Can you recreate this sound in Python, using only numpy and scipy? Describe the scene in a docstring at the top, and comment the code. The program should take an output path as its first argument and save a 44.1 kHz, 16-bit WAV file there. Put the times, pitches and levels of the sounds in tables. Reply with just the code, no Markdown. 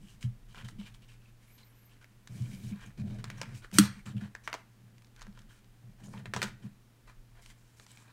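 """A short foil rustle, a drag and a faint thump come first, over hiss, a low hum and rumble.
Foil packs and cards are handled on a hollow table, close to a microphone that stands on it.
Foil is bursts of noise through ringing filters; sliding glossy faces squeak as gliding sine tones.
Thumps and drags ring the low modes of the table top, and a dropped steel tool rings its own modes.
A small room answers the airborne sounds with one wall echo and a tail of fading noise."""
import sys
import numpy as np
from scipy import signal
from scipy.fft import rfft, irfft
from scipy.io import wavfile
from scipy.ndimage import uniform_filter1d

SR = 44100
rng = np.random.default_rng(int(sys.argv[2]) if len(sys.argv) > 2 else 0)


def unload_wav(signal):
    """Save mono or channel-first audio to the path in sys.argv[1] as 16-bit WAV at rate SR, clipped to [-1, 1]."""
    wavfile.write(
        sys.argv[1],
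        SR,
        np.round(np.clip(np.atleast_2d(signal).T, -1, 1) * 32767).astype(np.int16),
    )


def linear_from_db(decibels):
    """Turn decibels (scalar or array-like) into linear amplitude factors; 0 gives 1."""
    return 10 ** (np.asarray(decibels, float) / 20)


N = 358224  # length in samples


def curve(table):
    """Join the points of each table column by straight lines, one value a sample."""
    s, *columns = np.transpose(table)
    return [np.interp(np.arange(N) / SR, s, c) for c in columns]


def colour(x, points):
    """Shape the spectrum of x by (pitch_hz, level_db) points, silent outside them; rms 1."""
    hz, db = np.transpose(points)
    f = np.maximum(np.arange(len(x) // 2 + 1) * SR / len(x), 1)
    gain_db = np.interp(np.log(f), np.log(hz), db, left=-90, right=-90)
    y = irfft(rfft(x) * linear_from_db(gain_db), len(x))
    return y / np.std(y)


def ring(x, hz, t60):
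    """Ring one mode that falls 60 dB in t60 s; a unit impulse starts it near amplitude 1."""
    p = np.exp(2j * np.pi * hz / SR - np.log(1000) / (t60 * SR))
    return signal.lfilter([0, p.imag], [1, -2 * p.real, abs(p) ** 2], x)


def peak(x, hz, sharpness):
    """Pass a band around hz; sharpness is its pitch over its width."""
    return signal.lfilter(*signal.iirpeak(hz, sharpness, fs=SR), x)


def band_pass(x, order, low_hz, high_hz):
    """Keep what lies between two pitches."""
    return signal.lfilter(*signal.butter(order, [low_hz, high_hz], "band", fs=SR), x)


def walk(rate):
    """Wander at random: levels held for 1 / rate s and smoothed twice; spread near 1."""
    k = int(SR / rate)
    held = np.repeat(rng.standard_normal(N // k + 1), k)
    return 1.3 * uniform_filter1d(uniform_filter1d(held, k), k)[:N]


def add(out, s, x):
    """Mix x into out from time s."""
    i = int(s * SR)
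    out[i:i + len(x)] += x[:N - i]


def swell(t, length, rise, fall_s):
    """Shape one move: rise over a share of its length, hold, then die away."""
    return np.clip(t / (rise * length), 0, 1) * np.exp(-np.maximum(t - length, 0) / fall_s)


def strokes(rows, rise, fall_s, rest_db=-120):
    """Level in dB of moves (start_s, length_s, level_db) over a resting level; powers add."""
    t = np.arange(0, N, 64) / SR
    power = linear_from_db(rest_db) ** 2
    for s, length, db in rows:
        power = power + (linear_from_db(db) * swell(t - s, length, rise, fall_s)) ** 2
    return np.interp(np.arange(N) / SR, t, 10 * np.log10(power))


def grain(hiss):
    """Friction hiss with tiny foil buckles of widely spread size, each fading within milliseconds."""
    size_db = np.minimum(6 * rng.exponential(size=N), 18)
    buckles = (rng.random(N) < 150 / SR) * linear_from_db(size_db)  # about 150 a second
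    bursts = signal.lfilter([1], [1, -np.exp(-1 / (0.0017 * SR))], buckles)
    return (bursts / np.std(bursts) + hiss) * rng.standard_normal(N)


# Colour of the steady hiss: pitch_hz, level_db (per Hz, before the whole is levelled)
HISS_COLOUR = [(45, -6), (65, 1), (90, -2), (160, -8), (205, 2.5), (310, -6), (600, -13), (2000, -16),
               (4000, -21), (12000, -26), (15800, -28)]
# Level of the low rumble through the floor: time_s, level_db
RUMBLE_LEVEL = [(0.0, -55.5), (0.79, -53.5), (1.94, -69), (2.35, -56), (4.43, -59), (4.75, -76.5),
                (5.25, -54.5), (5.88, -66), (6.44, -54), (6.96, -74), (7.15, -53), (8.12, -78)]


def background():
    """Air and preamp hiss, a wavering low sine hum, and rumble made of low-pitched noise."""
    hiss = colour(rng.standard_normal(N), HISS_COLOUR) * linear_from_db(-67)
    hum_hz, hum_db = 116.8, -62  # the level wavers around this
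    hum_level = np.sqrt(2) * linear_from_db(hum_db + 1.0 * walk(6))
    hum = hum_level * np.sin(2 * np.pi * hum_hz * np.arange(N) / SR)
    rumble = colour(rng.standard_normal(N), [(12, -10.0), (28, 0.5), (36, -6.0), (60, -21.5)])
    return hiss + hum + linear_from_db(curve(RUMBLE_LEVEL)[0]) * rumble


# A glossy pack slides out, airy: start_s, length_s, level_db (before it wavers)
PACK_SLIDE = (2.14, 0.56, -71.5)


def slide():
    """A smooth pack rubs as high-pitched noise that swells slowly and wavers."""
    air = colour(rng.standard_normal(N), [(8000, -8), (12000, -1.0), (15800, -5.5)])
    return linear_from_db(strokes([PACK_SLIDE], 0.9, 0.055) + 2 * walk(20)) * air


# Slip rate of glossy faces, which follows their sliding speed: time_s, slip_hz (before smoothing)
SLIP_RATE = [(1.41, 920), (1.46, 1055), (1.5, 1070), (1.55, 1150), (1.6, 1020), (1.675, 1048), (1.71, 1012),
             (1.76, 1080), (1.8, 1060), (1.84, 915), (1.88, 860), (1.92, 775)]
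# Overtones of the slip that whistle out: start_s, length_s, level_db (before it wavers),
# multiple (of the slip rate, no unit)
SQUEAK_TONES = [(1.396, 0.23, -79, 10), (1.49, 0.14, -73.5, 11), (1.465, 0.1, -79, 13),
                (1.564, 0.2, -81.5, 13), (1.63, 0.22, -80, 11), (1.715, 0.15, -77, 12),
                (1.73, .08, -80, 13), (1.836, 0.088, -76, 15)]


def squeaks():
    """Stick-slip makes thin whistles that glide with the sliding speed and fade in and out."""
    out = np.zeros(N)
    slip = uniform_filter1d(curve(SLIP_RATE)[0], 900)
    for s, length, db, k in SQUEAK_TONES:
        i, n = int(s * SR), int(length * SR)
        pitch = round(k) * slip[i:i + n] + 30 * walk(150)[:n]  # wobbles by some 30 Hz
        tone = np.sin(2 * np.pi * np.cumsum(pitch) / SR) * signal.windows.tukey(n, .6)
        add(out, s, np.sqrt(2) * linear_from_db(db + 3.8 * walk(57)[:n]) * tone)
    return out


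TOOL_S = 3.7852  # when the tool lands
# Modes of the steel tool: pitch_hz, level_db (among the modes), t60_s (time to fall 60 dB)
TOOL_MODES = [(1340, -17, 0.0098), (2100, -25, 0.0069), (4200, -32.5, 0.072), (4620, -23.5, 0.023),
              (5850, -26, 0.024), (7340, -34, .04), (8320, -30, 0.068), (8770, -22.5, 0.034),
              (8250, -24, 0.014), (10520, -38.5, 0.057), (12730, -39, 0.07)]


def tool():
    """A small steel tool lands flat and bounces once: a broad crack, a short rattle, and its modes."""
    level_db = -11  # rms of the first 4 ms
    bounce_s, bounce_db = 0.0098, -11  # delay, and level against the first hit
    t = np.arange(SR // 2) / SR
    fade = np.exp(-t / 0.0036) + linear_from_db(-19.0) * np.exp(-t / 0.029)  # crack, then rattle
    hit = rng.standard_normal(len(t)) * fade
    add(hit, bounce_s, linear_from_db(bounce_db) * hit[:400].copy())
    strike = linear_from_db(19.5) * (t == 0) + 0.16 * hit
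    body = band_pass(hit, 1, 1500, 7000)
    for k, (hz, db, t60) in enumerate(TOOL_MODES):
        body = body + (-1) ** k * linear_from_db(db) * ring(strike, hz, t60)
    body = signal.lfilter(*signal.butter(4, 1050, "high", fs=SR), body)
    out = np.zeros(N)
    add(out, TOOL_S, linear_from_db(level_db) * body / np.std(body[:SR // 250]))
    return out


# Blows on the table top: start_s, drive_db (push into the modes), upper_db (push into the last
# three modes against the first two; the third mode gets half of it)
TABLE_BLOWS = [(0.026, -46.5, 1), (0.238, -22, -15), (0.629, -36, -12), (0.785, -53.5, 20),
               (2.294, -38, -21), (2.399, -24, -13.5), (2.528, -48, 10), (2.634, -32, -6.5),
               (2.713, -38, 8.5), (2.984, -29, -7), (3.037, -29, -4), (3.741, -35, 1), (3.787, -23, 12.5),
               (3.964, -45.5, 3), (4.061, -36, -2.5), (4.145, -28.5, -3.5), (4.219, -40, 8),
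               (5.273, -41, -1.5), (6.132, -40.5, 2), (6.349, -32.5, -3), (6.438, -36, -2.5),
               (6.639, -39.5, 4)]
# Modes of the top; two low ones beat: pitch_hz, t60_s (for blows, before a last filter; drags
# use half), level_db (among the modes)
TABLE_MODES = [(98.4, 0.098, -2.5), (121.2, 0.18, 2.5), (154, 0.12, -2), (202.3, 0.15, 4),
               (383, 0.017, -25), (297, 0.065, -19)]
# Hands and packs dragging on the table: start_s, length_s, level_db (into the low modes)
TABLE_DRAGS = [(0, 0.034, -53.5), (.1, 0.44, -65), (.55, 0.3, -56.5), (.9, 0.2, -68.5), (2.28, 0.46, -49),
               (2.84, 0.036, -51), (2.97, 0.19, -43), (3.17, 0.38, -49.5), (3.72, 0.14, -40.5),
               (4.05, 0.19, -48.5), (4.75, 0.2, -64), (5.23, 0.24, -62), (5.82, 0.078, -57),
               (5.99, 0.52, -50.5), (6.6, 0.087, -54)]


def table_top():
    """Soft blows and dragging friction ring the lowest modes, which build up over a cycle or two."""
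    drag_db = strokes(TABLE_DRAGS, 0.064, 0.043, -72.5)
    upper_db = drag_db - 6
    blows = np.zeros((len(TABLE_MODES), N))
    push = np.hanning(int(0.0027 * SR))  # a soft push of 2.7 ms
    for s, db, rel_db in TABLE_BLOWS:
        for mode, d in zip(blows, [0, 0, rel_db / 2, rel_db, rel_db, rel_db]):
            add(mode, s, linear_from_db(db + d) * push / push.sum())
    add(blows[-1], TOOL_S, linear_from_db([10]))  # the landing tool rings the last mode in the table
    rub_levels_db = [drag_db, drag_db, upper_db, upper_db, upper_db + 11.0, upper_db + 8.5]
    out = 0
    for mode, (hz, t60, db), rub_db in zip(blows, TABLE_MODES, rub_levels_db):
        friction = rng.standard_normal(N) * linear_from_db(1.5 * walk(25))
        drag = ring(friction, hz, t60 / 2)
        sway = ring(mode, hz, t60) + linear_from_db(rub_db) * drag / np.std(drag)
        out = out + linear_from_db(db) * peak(sway, hz, 2.5)
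    out = signal.sosfilt(signal.butter(6, 90, "high", fs=SR, output="sos"), out)
    # noise stands for the dense higher modes
    scrape = colour(rng.standard_normal(N), [(230, -9.5), (300, -3.0), (700, -4.5), (1000, -24.5)])
    return out + linear_from_db(upper_db - 14.0) * scrape


CRACK = 3.5  # first jolt of a snap or tick, in units of the noise that follows
# Single tiny creases popping, dry and broad: start_s, peak_db (before the room)
CREASE_TICKS = [(0.9254, -58), (3.7146, -44), (4.9816, -49), (5.021, -51), (5.046, -50), (5.07, -55),
                (5.153, -59), (5.1627, -49), (5.1941, -47.5), (5.2108, -44.5), (5.2257, -42),
                (5.3261, -53.5), (5.3909, -46), (5.4187, -50.5), (5.6444, -53.5), (6.1904, -53),
                (7.4608, -41), (7.5023, -44), (7.8653, -43.5)]


def ticks():
    """Each tiny crease pops as a jolt and a few milliseconds of broad, fading noise."""
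    out, t = np.zeros(N), np.arange(400) / SR
    chance = rng.standard_normal((len(CREASE_TICKS), len(t)))
    for (s, db), a in zip(CREASE_TICKS, chance):
        a[0] = CRACK
        pop = band_pass(a * np.exp(-t / 0.0024), 2, 800, 6000)
        add(out, s, linear_from_db(db) * pop / np.abs(pop).max())
    return out


# Foil and card snaps: start_s, peak_db (of the ringing body, before the bass cut and room),
# ring_hz, treble_db (peak of the edge against the body)
FOIL_SNAPS = [(0.2275, -41, 2980, 4), (0.5463, -42, 1450, -5), (0.5745, -39, 1410, -14),
              (0.6233, -47, 2800, -15), (0.65, -47, 3130, -8), (0.6867, -41.5, 1500, 1),
              (0.814, -44, 1360, -20), (0.9464, -48.5, 3300, -1), (2.0436, -44, 2500, -6),
              (2.2739, -42.5, 1600, 3.5), (2.81, -48, 2300, -16), (3.242, -35.5, 1700, 4.5),
              (3.3014, -36, 1930, 4), (3.4151, -30.5, 1130, 6), (3.4318, -32.5, 2400, -13.5),
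              (3.457, -39.5, 2150, -14.5), (3.646, -35.5, 1480, -13), (3.7276, -44.5, 2490, -14.5),
              (4.0625, -38.5, 2900, -14), (4.3508, -30.5, 1660, -8), (4.4757, -22.5, 1600, -14),
              (4.5292, -23, 2100, -11.5), (4.5406, -26.5, 1273, -3.5), (4.4995, -42, 1500, -2),
              (4.5481, -31, 896, -6), (5.2181, -39.5, 1300, 1.5), (5.268, -41.5, 1555, -9.5),
              (5.375, -44.5, 1180, -12), (6.084, -45.5, 800, -21), (6.139, -36, 906, -26),
              (6.177, -45, 2900, -22.5), (6.257, -29.5, 1800, -14), (6.337, -20, 1590, -9),
              (6.348, -33.5, 1600, -1), (6.3634, -24, 1100, 0), (6.3717, -30, 1530, -8.5),
              (6.4178, -22.5, 1720, -1), (6.4279, -22.5, 1527, 5), (7.798, -45.5, 1125, 4),
              (7.9163, -43, 8100, -18), (7.973, -45, 2460, -1.5)]


def snaps():
    """A sudden crack, then the crease settles in uneven noise: a damped ring plus a broad edge."""
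    out, t = np.zeros(N), np.arange(3000) / SR
    chance = rng.standard_normal((len(FOIL_SNAPS), 3, len(t)))
    for (s, db, hz, treble_db), (a, b, c) in zip(FOIL_SNAPS, chance):
        a[0], b[0] = CRACK, CRACK / 2
        uneven = linear_from_db(2.4 * uniform_filter1d(c, 60) * np.sqrt(60))
        settle = linear_from_db(-9.5 + 0.67 * (db + 26.0)) * np.exp(-t / 0.012) * uneven  # more in loud snaps
        shape = np.exp(-t / 0.0013) + settle
        body = ring(a * shape, hz, 0.0029) + linear_from_db(-6.0) * ring(c * shape, hz / 2.8, 0.001)
        edge = band_pass(b * shape, 2, 900, 7500)
        edge = signal.lfilter(*signal.butter(3, 9500, fs=SR), edge)
        overtones = sum(ring(b * shape, k * hz, 0.00056) for k in (2.5, 4.4) if k * hz < 12000)
        edge = edge + 0.3 * overtones
        snap = body / np.abs(body).max() + linear_from_db(treble_db) * edge / np.abs(edge).max()
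        add(out, s, linear_from_db(db) * snap)
    return signal.lfilter(*signal.butter(2, 300, "high", fs=SR), out)  # the snaps carry no bass below 300 Hz


# Rustles, one per move of the hands: start_s, length_s, level_db (before the layers are weighed),
# fineness (no unit: 0 large folds, 1 small creases, 2 sheen), fold_hz (of the gripped fold)
HAND_MOVES = [(0, 0.15, -65.5, 1.74, 2900), (0.206, 0.039, -57, 1.6, 1640), (.48, 0.071, -68, 1.15, 3040),
              (0.542, 0.076, -55.5, 0.48, 2860), (.644, 0.0079, -54.5, 0.95, 3100),
              (0.681, 0.0089, -57, 2, 3080), (0.78, 0.076, -62, 1.1, 2950), (.86, 0.02, -57, 0.93, 2480),
              (.94, 0.0074, -61, 1.5, 3270), (1.02, 0.0064, -63, 1, 2970),
              (1.077, 0.062, -62.5, 1.14, 2610), (1.2, 0.093, -73.5, 0.99, 2580),
              (1.4, 0.16, -71, 1.5, 2300), (1.575, 0.041, -64, 1.03, 4060), (1.55, 0.42, -74.5, 0.66, 2130),
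              (1.89, 0.048, -71, 1.25, 2560), (2.01, 0.018, -63, 1.1, 1484),
              (2.279, 0.43, -60.5, 1.7, 2300), (2.699, 0.21, -64.5, 0.2, 2370),
              (2.801, 0.04, -57, 0.36, 1650), (2.854, 0.025, -66, 2, 6460), (2.973, 0.031, -58, 0.52, 4160),
              (3.041, 0.12, -64, 1, 660), (3.183, 0.015, -59, 0.74, 2020), (3.24, 0.16, -62, 0.49, 2290),
              (3.369, 0.049, -58.5, 0.56, 6000), (3.42, 0.13, -60.5, 0.42, 2060),
              (3.54, 0.045, -57.5, 1.95, 2480), (3.619, 0.031, -57.5, 0.66, 1540),
              (3.725, 0.12, -44, 1.8, 11500), (3.79, 0.069, -43.5, 0.62, 4200),
              (3.86, 0.14, -62.5, 0.51, 2170), (4.054, 0.032, -50.5, 0.28, 7400),
              (4.1, 0.016, -59.5, 0.65, 3060), (4.165, 0.011, -58.5, 0.66, 2870),
              (4.2, 0.06, -60.5, 0.61, 806), (4.434, 0.03, -59.5, 1.3, 6000), (4.48, 0.11, -61, 0.6, 716),
              (5.16, 0.095, -67, 0.52, 1500), (5.34, 0.072, -68, 0.75, 1496),
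              (5.48, 0.1, -65.5, 1.41, 1485), (5.98, 0.076, -67, 0.72, 790),
              (6.032, 0.033, -59.5, 1.56, 6700), (6.08, 0.055, -64.5, 2.2, 8750),
              (6.127, 0.069, -58, 0.33, 900), (6.335, 0.11, -53, 0.78, 396),
              (6.425, 0.055, -49, 0.69, 1470), (6.62, 0.05, -64, .8, 400.5),
              (7.069, 0.036, -62.5, 0.3, 1200), (7.349, 0.049, -63.5, 0.1, 683),
              (7.409, 0.11, -64, 1.9, 2100), (7.55, .2, -73, 1.46, 7440), (7.76, 0.077, -64, 2.05, 6500),
              (7.86, 0.18, -64.5, 1.5, 7340), (8.039, 0.066, -64.5, .4, 1090)]
MOVE_RISE, MOVE_FALL_S = 0.16, 0.018  # rise as a share of the length; fall in seconds


def grips():
    """The fold held between the fingers crackles at its own pitch while the move lasts."""
    sharpness = 10  # pitch over width
    grip_db, loss_db = -0.5, 9  # ring against the rustle; loss per step away from small creases
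    out, crackle = np.zeros(N), grain(1.2) * linear_from_db(3 * walk(60))
    for s, length, db, fine, hz in HAND_MOVES:
        i, t = int(s * SR), np.arange(int((length + .2) * SR)) / SR
        band = peak(crackle[i:i + len(t)], hz, sharpness)
        shape = swell(t, length, MOVE_RISE, MOVE_FALL_S)[:len(band)]
        level = linear_from_db(db + grip_db - loss_db * abs(fine - 1))
        even = np.sqrt(SR * sharpness / np.pi / hz) / np.std(crackle)  # makes up for the narrow band
        add(out, s, level * shape * band * even)
    return out


# Balance of deep rings, bright rings and sheen, one row each: level_db
LAYER_BALANCE = [1.5, -2.5, -2]


def hands():
    """Each move feeds most the layer that matches its creases: deep rings, bright rings or sheen."""
    loss_db, rest_db = 5, -86.5  # loss per step of fineness; the pile never lies quite still
    s, length, db, fine, _ = np.transpose(HAND_MOVES)
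    levels = []
    for k, layer_db in enumerate(LAYER_BALANCE):
        moves = zip(s, length, db - loss_db * abs(fine - k))
        levels.append(strokes(moves, MOVE_RISE, MOVE_FALL_S, rest_db) + layer_db)
    return levels


def rings(shared, modes):
    """Rings of the wrappers, each with buckles of its own and swelling on its own; rms 1."""
    out = 0
    for hz, width, db in modes:
        band = peak(shared + grain(0.83), hz, hz / width)
        band = peak(band, hz, hz / width / 3)  # a second, wider filter steepens the skirts
        out = out + linear_from_db(db + 2.2 * walk(30)) * band / np.std(band)
    return out / np.std(out)


# Rings of large folds: pitch_hz, width_hz (of the narrower filter), level_db (among the rings)
DEEP_RINGS = [(580, 600, -8), (1053, 410, -6), (1564, 480, -2)]
# Rings of small creases, same columns: pitch_hz, width_hz, level_db
BRIGHT_RINGS = [(2300, 240, 2), (3036, 420, 2.5), (3700, 760, 0), (4700, 2300, -5)]
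# Colour of the rustle's treble: pitch_hz, level_db (per Hz, before the whole is levelled)
SHEEN_COLOUR = [(2650, -19), (4500, -5.5), (5950, -3), (8500, -3.5), (14800, -17.5), (15800, -16)]


def rustle():
    """Large folds ring deep, small creases bright; the layers share buckles, the sheen is mostly hiss."""
    deep_db, bright_db, sheen_db = hands()
    shared = grain(3) * linear_from_db(2.3 * walk(35))
    sheen = colour(shared + 2.5 * rng.standard_normal(N), SHEEN_COLOUR)
    folds = linear_from_db(deep_db) * rings(shared, DEEP_RINGS)
    creases = linear_from_db(bright_db) * rings(shared, BRIGHT_RINGS)
    return folds + creases + linear_from_db(sheen_db) * sheen


def room(x):
    """A near wall echoes once; a diffuse tail follows, losing treble sooner."""
    t60_s, tail_db = 0.35, -18  # the rest of the tail, outside the middle band, fades in 0.66 of t60_s
    wall_s, wall_db = 0.011, -16
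    t = np.arange(int(.6 * SR)) / SR
    noise = rng.standard_normal(len(t)) * (1 - np.exp(-t / 0.0017))
    dull = band_pass(noise, 1, 500, 3500)
    tail = dull * linear_from_db(-60 * t / t60_s) + 0.26 * (noise - dull) * linear_from_db(-60 * t / (0.66 * t60_s))
    tail *= linear_from_db(tail_db) / np.linalg.norm(tail)
    add(tail, wall_s, linear_from_db(wall_db) * np.array([.5, .5]))  # two samples soften the echo
    return x + signal.fftconvolve(x, tail)[:N]


def scene():
    """Airborne sounds pass through the room; the table reaches the microphone through its stand."""
    air = rustle() + grips() + slide() + snaps() + ticks() + tool() + squeaks()
    return (room(air) + table_top() + background())[None]


def top_cut(x):
    """Nothing passes above the cut-off."""
    return signal.sosfilt(signal.butter(12, 15960, fs=SR, output="sos"), x)


def record(dry):
    """A steep low-pass filter at 16300 Hz cuts the extreme treble of the mix."""
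    mix = signal.sosfilt(signal.butter(12, 16300, fs=SR, output="sos"), dry)
    return top_cut(mix)


dry = scene()
out = record(dry)
unload_wav(out)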